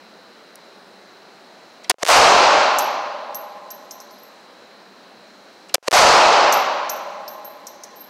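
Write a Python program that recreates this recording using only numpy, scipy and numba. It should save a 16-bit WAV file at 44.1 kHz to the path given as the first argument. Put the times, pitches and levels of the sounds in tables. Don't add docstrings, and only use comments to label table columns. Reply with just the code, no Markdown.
import sys
import numpy as np
from scipy import signal
from scipy.fft import rfft, irfft, next_fast_len
from scipy.io import wavfile
from scipy.ndimage import uniform_filter1d, minimum_filter1d
from numba import njit

SR = 44100
rng = np.random.default_rng(int(sys.argv[2]) if len(sys.argv) > 2 else 0)


def dump_mix(stems):
    frames = np.atleast_2d(stems).T
    limited = np.clip(frames, -1, 1)
    pcm = np.round(limited * 32767).astype(np.int16)
    wavfile.write(sys.argv[1], SR, pcm)


def voltage_ratio(level):
    return 10 ** (np.asarray(level, float) / 20)


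N = 356769
T = np.arange(N) / SR

# (frequency [Hz], density [dB per Hz])
AIR_SPECTRUM = [(24, -53), (40, -80), (118, -15), (156, -13.5), (191, 0), (271, -3), (396, 0), (427, -2),
                (461, -0.5), (639, 0), (3290, -14.5), (4020, -16.5), (5050, -15.5), (15300, -45.5),
                (16500, -16.5)]
# (frequency [Hz], level [dB])
MOTOR_WHINE = [(3771, -76), (3849, -70), (3909, -69.5), (3969, -67.5), (4008, -73), (4030, -68.5),
               (4090, -64), (4150, -69.5), (4188, -72), (4287, -76), (4408, -71.5), (14002, -87)]
# (time [s], level [dB])
TRIGGER_PULLS = [
    (1.8438, -31.5),
    (5.6933, -34),
]
# (offset [s], level [dB], centre [Hz], width [Hz], T60 [s])
TRIGGER_PARTS = [
    (-.007, -13, 6800, 3500, 0.019),
    (0, -4, 4800, 3000, 0.022),
    (.002, -3, 2300, 1900, .05),
]
# (time [s], level [dB], centre [Hz], width [Hz], T60 [s])
METAL_TICKS = [
    (.5556, -31, 10000, 9000, .009),
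    (.5558, -34, 5800, 1500, .009),
    (2.165, -24, 12540, 300, .15),
    (5.965, -13, 11250, 300, .08),
    (4.11, -66, 11100, 120, .5),
]
# (time [s], tick level [dB], high ring level [dB], knock level [dB])
CASE_BOUNCES = [(2.787, -15, -22, -15), (3.3473, -31.5, -24.5, -30), (3.706, -36, -31.5, -31),
                (3.911, -37, -36, -28), (4.0034, -42, -44, -34.5), (4.1086, -66, -45, -43),
                (4.182, -58, -48, -49), (4.2284, -68, -42, -50), (6.525, -22, -19.5, -13.5),
                (6.8957, -32, -22, -19), (7.28, -67, -30.5, -30), (7.2958, -61, -40, -54),
                (7.339, -57, -53, -53), (7.447, -48, -29, -42), (7.67, -34.5, -38, -27),
                (7.837, -34.5, -56, -30), (7.9584, -58, -38, -52), (7.9963, -61, -33, -51),
                (8.0394, -62, -41, -53)]
CASE_RING_HZ = [
    12540,
    12750,
]
# (frequency [Hz], density [dB per Hz])
ROAR_SPECTRUM = [(47, -78), (90, -28.5), (280, -11.5), (420, 1), (600, 8), (850, 6), (1300, 1),
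                 (1800, -5.5), (2690, -4.5), (3510, -9.5), (4200, -6.5), (6000, -7.5), (10500, -15),
                 (15500, -25)]
# (frequency [Hz], T60 [s])
HALL_REVERBERATION = [(60, 1.05), (250, 1.83), (420, 1.41), (620, 1.43), (1000, 1.874), (2000, 1.645),
                      (4000, 1.57), (7000, 1.09), (10000, 0.68), (12500, 0.74), (15500, 0.5)]
# (frequency [Hz], width [Hz], level [dB], T60 [s])
BAFFLE_MODES = [(597, 120, -25.5, 3.2), (821.4, 67, -26.5, 3.23), (1037, 99, -33.5, 3.88),
                (1660, 880, -48.5, 4.3)]
# (shot time [s], twitch on the rail [s], seeping [s], flip to other rail [s], free [s])
SHOTS = [
    (1.8950, 1.9422, 1.984, 2.0328, 2.082),
    (5.7405, 5.7817, 5.8275, 5.8832, 5.9270),
]
# (start [s], end [s], level [dB])
RAIL_CHATTER = [
    (1.9032, 1.9152, -3),
    (5.7505, 5.7550, -6),
]
# (time [s], level [dB])
LONE_SPIKES = [(2.049, -15.5), (2.0526, -8), (2.062, -18), (2.0653, -4), (2.0704, -22), (2.0717, -9.5),
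               (2.0765, -7), (2.0776, -8), (5.9110, -13), (5.9112, -15), (5.9127, -15), (5.915, -15),
               (5.9173, -2), (5.9190, -14), (5.9240, -24)]

AIR_DB, BLAST_DB, HISS_DB = -45.5, 14, -69
BACK_WALL_S = .0765
KNOCK_HZ, HZ_PER_TICK_DB, LOW_RING_DB = 6690, 24.5, -22.5
SLAM_S, PINNED_S = .0047, .007
PINNED_DB, DEEP_DB, SINK_S = -36, -80, .013
SEEP_DB, SWELL_S = -46.5, .011
FLIPPED_DB, DROP_S, RECOVER_S = -74, .001, .004
SLAM_DB, TWITCH_DB, SEEP_STEP_DB, FLIP_DB = -8, -32, -37, -5
CHATTER_GAP_S, CHATTER_JITTER_S, CHATTER_SPREAD_DB = .0018, .00035, 2.2
ECHO_S, ECHO_DB = .0004, -6
SPIKE_S, WIDER_PER_DB = .000036, .03
LOW_CUT_HZ, TOP_HZ = 409, 15650


def band(hz, width, size=N):
    r = np.exp(-np.pi * width / SR)
    stage = [1, 0, -1, 1, -2 * r * np.cos(2 * np.pi * hz / SR), r * r]
    y = signal.sosfilt([stage, stage], rng.standard_normal(size))
    return y / y.std()


def fade(t, t60, rise):
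    t = np.maximum(t, 0)
    return (1 - np.exp(-t / rise)) * np.exp(-np.log(1000) * t / t60)


def bands(spectrum):
    size = next_fast_len(N)
    f = np.maximum(np.arange(size // 2 + 1) * SR / size, 1)
    hz, db = np.transpose(spectrum)
    source = rfft(rng.standard_normal(size)) * voltage_ratio(np.interp(np.log(f), np.log(hz), db))
    source /= irfft(source).std()
    for k in np.arange(16, 43):
        weight = np.maximum(1 - np.abs(3 * np.log2(f) - k), 0)
        yield 2 ** (k / 3), irfft(source * weight)[:N]


def walk(rate):
    k = int(SR / rate)
    held = np.repeat(rng.standard_normal(N // k + 1), k)
    return 1.76 * uniform_filter1d(held, k)[:N]


def ventilation():
    swell = walk(0.27)
    air = sum(noise * voltage_ratio(.5 * swell + 0.64 * walk(9)) for f, noise in bands(AIR_SPECTRUM))
    whine = np.zeros(N)
    for hz, db in MOTOR_WHINE:
        whine += voltage_ratio(db + 3 + 1.5 * walk(5)) * np.sin(2 * np.pi * (hz * T + rng.random()))
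    humps = voltage_ratio(-60.0) * band(4080, 800) + voltage_ratio(-58.0) * band(1350, 820)
    return voltage_ratio(AIR_DB - 1.0) * air + whine + humps


def action():
    pulls = []
    for s, db in TRIGGER_PULLS:
        for lag, part_db, *ring in TRIGGER_PARTS:
            pulls.append((s + lag, db + part_db, *ring))
    out = np.zeros(N)
    for s, db, hz, width, t60 in pulls + METAL_TICKS:
        out += voltage_ratio(db) * band(hz, width) * fade(T - s, t60, .0004)
    return out


def cases():
    out, size = np.zeros(N + SR), SR // 2
    t = T[:size]
    for s, tick_db, ring_db, knock_db in CASE_BOUNCES:
        hz = CASE_RING_HZ[int(s > SHOTS[1][0])]
        tick = band(7000, 16000, size=size)
        tick *= fade(t, 0.0083, 0.00079) + voltage_ratio(-16.0) * fade(t, 0.093, .003)
        ring = band(hz, 130, size=size) + 0.42 * np.sin(2 * np.pi * hz * t)
        ring *= fade(t, .2, 0.0035) + voltage_ratio(-22.0) * fade(t, 0.65, 0.0015)
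        knock = band(KNOCK_HZ + HZ_PER_TICK_DB * tick_db, 1500, size=size) * fade(t, 0.049, 0.0011)
        knock += voltage_ratio(LOW_RING_DB) * band(5900, 990, size=size) * fade(t, 0.88, 0.0058)
        i = int((s - .002) * SR)
        out[i:i + size] += voltage_ratio(tick_db + 5.5) * tick + voltage_ratio(ring_db - 5) * ring + voltage_ratio(knock_db) * knock
        i += int(BACK_WALL_S * SR)
        echo = band(8000, 6000, size=size) * fade(t, .012, .0005)
        out[i:i + size] += voltage_ratio(tick_db - 18) * echo
    return out[:N]


def blasts():
    shots = [row[0] for row in SHOTS]
    hz, t60 = np.transpose(HALL_REVERBERATION)
    out = np.zeros(N)
    for f, noise in bands(ROAR_SPECTRUM):
        decay = np.interp(np.log(f), np.log(hz), t60)
        rise = 22.0 / f + 0.012
        envelope = sum(voltage_ratio(BLAST_DB) * fade(T - s - .002, decay, rise) for s in shots)
        out += noise * envelope * voltage_ratio(0.28 * walk(14))
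    for f, width, db, decay in BAFFLE_MODES:
        envelope = sum(voltage_ratio(BLAST_DB) * fade(T - s, decay, .05) for s in shots)
        out += band(f, width) * voltage_ratio(db) * envelope
    crack, snap = band(4400, 3500), band(7500, 9000)
    for s in shots:
        out += voltage_ratio(2) * crack * fade(T - s, 0.045, 0.0025) ** 2
        out += voltage_ratio(-3.0) * snap * fade(T - s - .002, 0.025, 0.0011)
    return out


def scene():
    return np.tile(ventilation() + action() + cases() + blasts(), (2, 1))


@njit
def gain_control(x, top, slope, attack, release):
    gain, e = np.ones(len(x)), 0.
    for i in range(len(x)):
        e += (abs(x[i]) - e) * (attack if abs(x[i]) > e else release)
        if e > top:
            gain[i] = (top / e) ** slope
    return gain


def ease(t, tau):
    return 1 - np.exp(-np.maximum(t, 0) / tau)


def leak_db(pinned, seep, flip, free):
    on_first_rail = (T >= pinned) * (T < seep)
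    first = on_first_rail * (PINNED_DB + (DEEP_DB - PINNED_DB) * ease(T - pinned, SINK_S))
    seeping = (T >= seep) * SEEP_DB * ease(flip - T, SWELL_S)
    flipped = FLIPPED_DB * ease(T - flip, DROP_S) * ease(free - T, RECOVER_S)
    return first + seeping + flipped


def escapes():
    rows = [(s, db, -1) for s, db in LONE_SPIKES]
    for start, end, height_db in RAIL_CHATTER:
        for s in np.arange(start, end, CHATTER_GAP_S):
            late, loud, side = rng.standard_normal(3)
            s += CHATTER_JITTER_S * late
            db = height_db + CHATTER_SPREAD_DB * loud
            rows += [(s, db, 1), (s + ECHO_S * side, db + ECHO_DB, 1)]
    out = np.zeros(N)
    for s, db, direction in rows:
        i = np.arange(int(s * SR) - 80, int(s * SR) + 80)
        width = SPIKE_S * max(1 + WIDER_PER_DB * db, .6)
        out[i] += direction * 1.7 * voltage_ratio(db) * np.exp(-.5 * ((i / SR - s) / width) ** 2)
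    return out


def overload(x, rail):
    pass_db, bias, strain, steps = np.zeros(N), np.zeros(N), np.zeros(N), []
    for shot, twitch, seep, flip, free in SHOTS:
        pass_db += leak_db(shot + PINNED_S, seep, flip, free)
        drift = 1.15 * rail * np.exp(-(T - free) / 0.039)
        bias += (T > free - .0015) * np.minimum(drift, 2 * rail)
        strain += (T > shot) * np.minimum(np.exp(-(T - free - .03) / 0.029), 1)
        steps += [(shot + SLAM_S, SLAM_DB), (twitch, TWITCH_DB), (seep, SEEP_STEP_DB), (flip, FLIP_DB)]
    dull = signal.sosfilt(signal.butter(2, 1500, fs=SR, output="sos"), x)
    x = voltage_ratio(pass_db) * (dull + (x - dull) * voltage_ratio(-.08 * pass_db))
    clipped = np.clip(x + bias, -rail, rail) - np.clip(bias, -rail, rail)
    hiss = voltage_ratio(-88) * rng.standard_normal(N) * (pass_db < 0)
    low_cut = signal.butter(4, LOW_CUT_HZ, "high", fs=SR, output="sos")
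    strained = signal.sosfilt(low_cut, clipped + escapes() + hiss)
    thumps = np.zeros(N)
    for s, db in steps:
        thumps += voltage_ratio(db) * fade(T - s, .011, .00008) * np.cos(2 * np.pi * 520 * (T - s))
    return strain * strained + (1 - strain) * x - thumps


def limit(x, top, ms):
    k = int(ms * SR / 1000)
    gain = minimum_filter1d(np.minimum(top / (np.abs(x) + 1e-9), 1), 3 * k)
    for _ in range(3):
        gain = uniform_filter1d(gain, k)
    return x * gain


def low_pass(x):
    return signal.sosfilt(signal.butter(12, 17160, fs=SR, output="sos"), x)


def record(dry):
    x = dry[0] + voltage_ratio(HISS_DB) * rng.standard_normal(N)
    x = signal.sosfilt(signal.ellip(8, .3, 60, TOP_HZ, fs=SR, output="sos"), x)
    gain = gain_control(x, 0.33, 0.73, 0.0094, 0.0012)
    x *= uniform_filter1d(uniform_filter1d(gain, size=60), size=60)
    x = limit(overload(x, 1.0), 0.69, 0.12)
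    x = signal.sosfilt(signal.ellip(6, .2, 30, 16100, fs=SR, output="sos"), x)
    return low_pass(np.tile(x, (2, 1)))


dry = scene()
out = record(dry)
dump_mix(out)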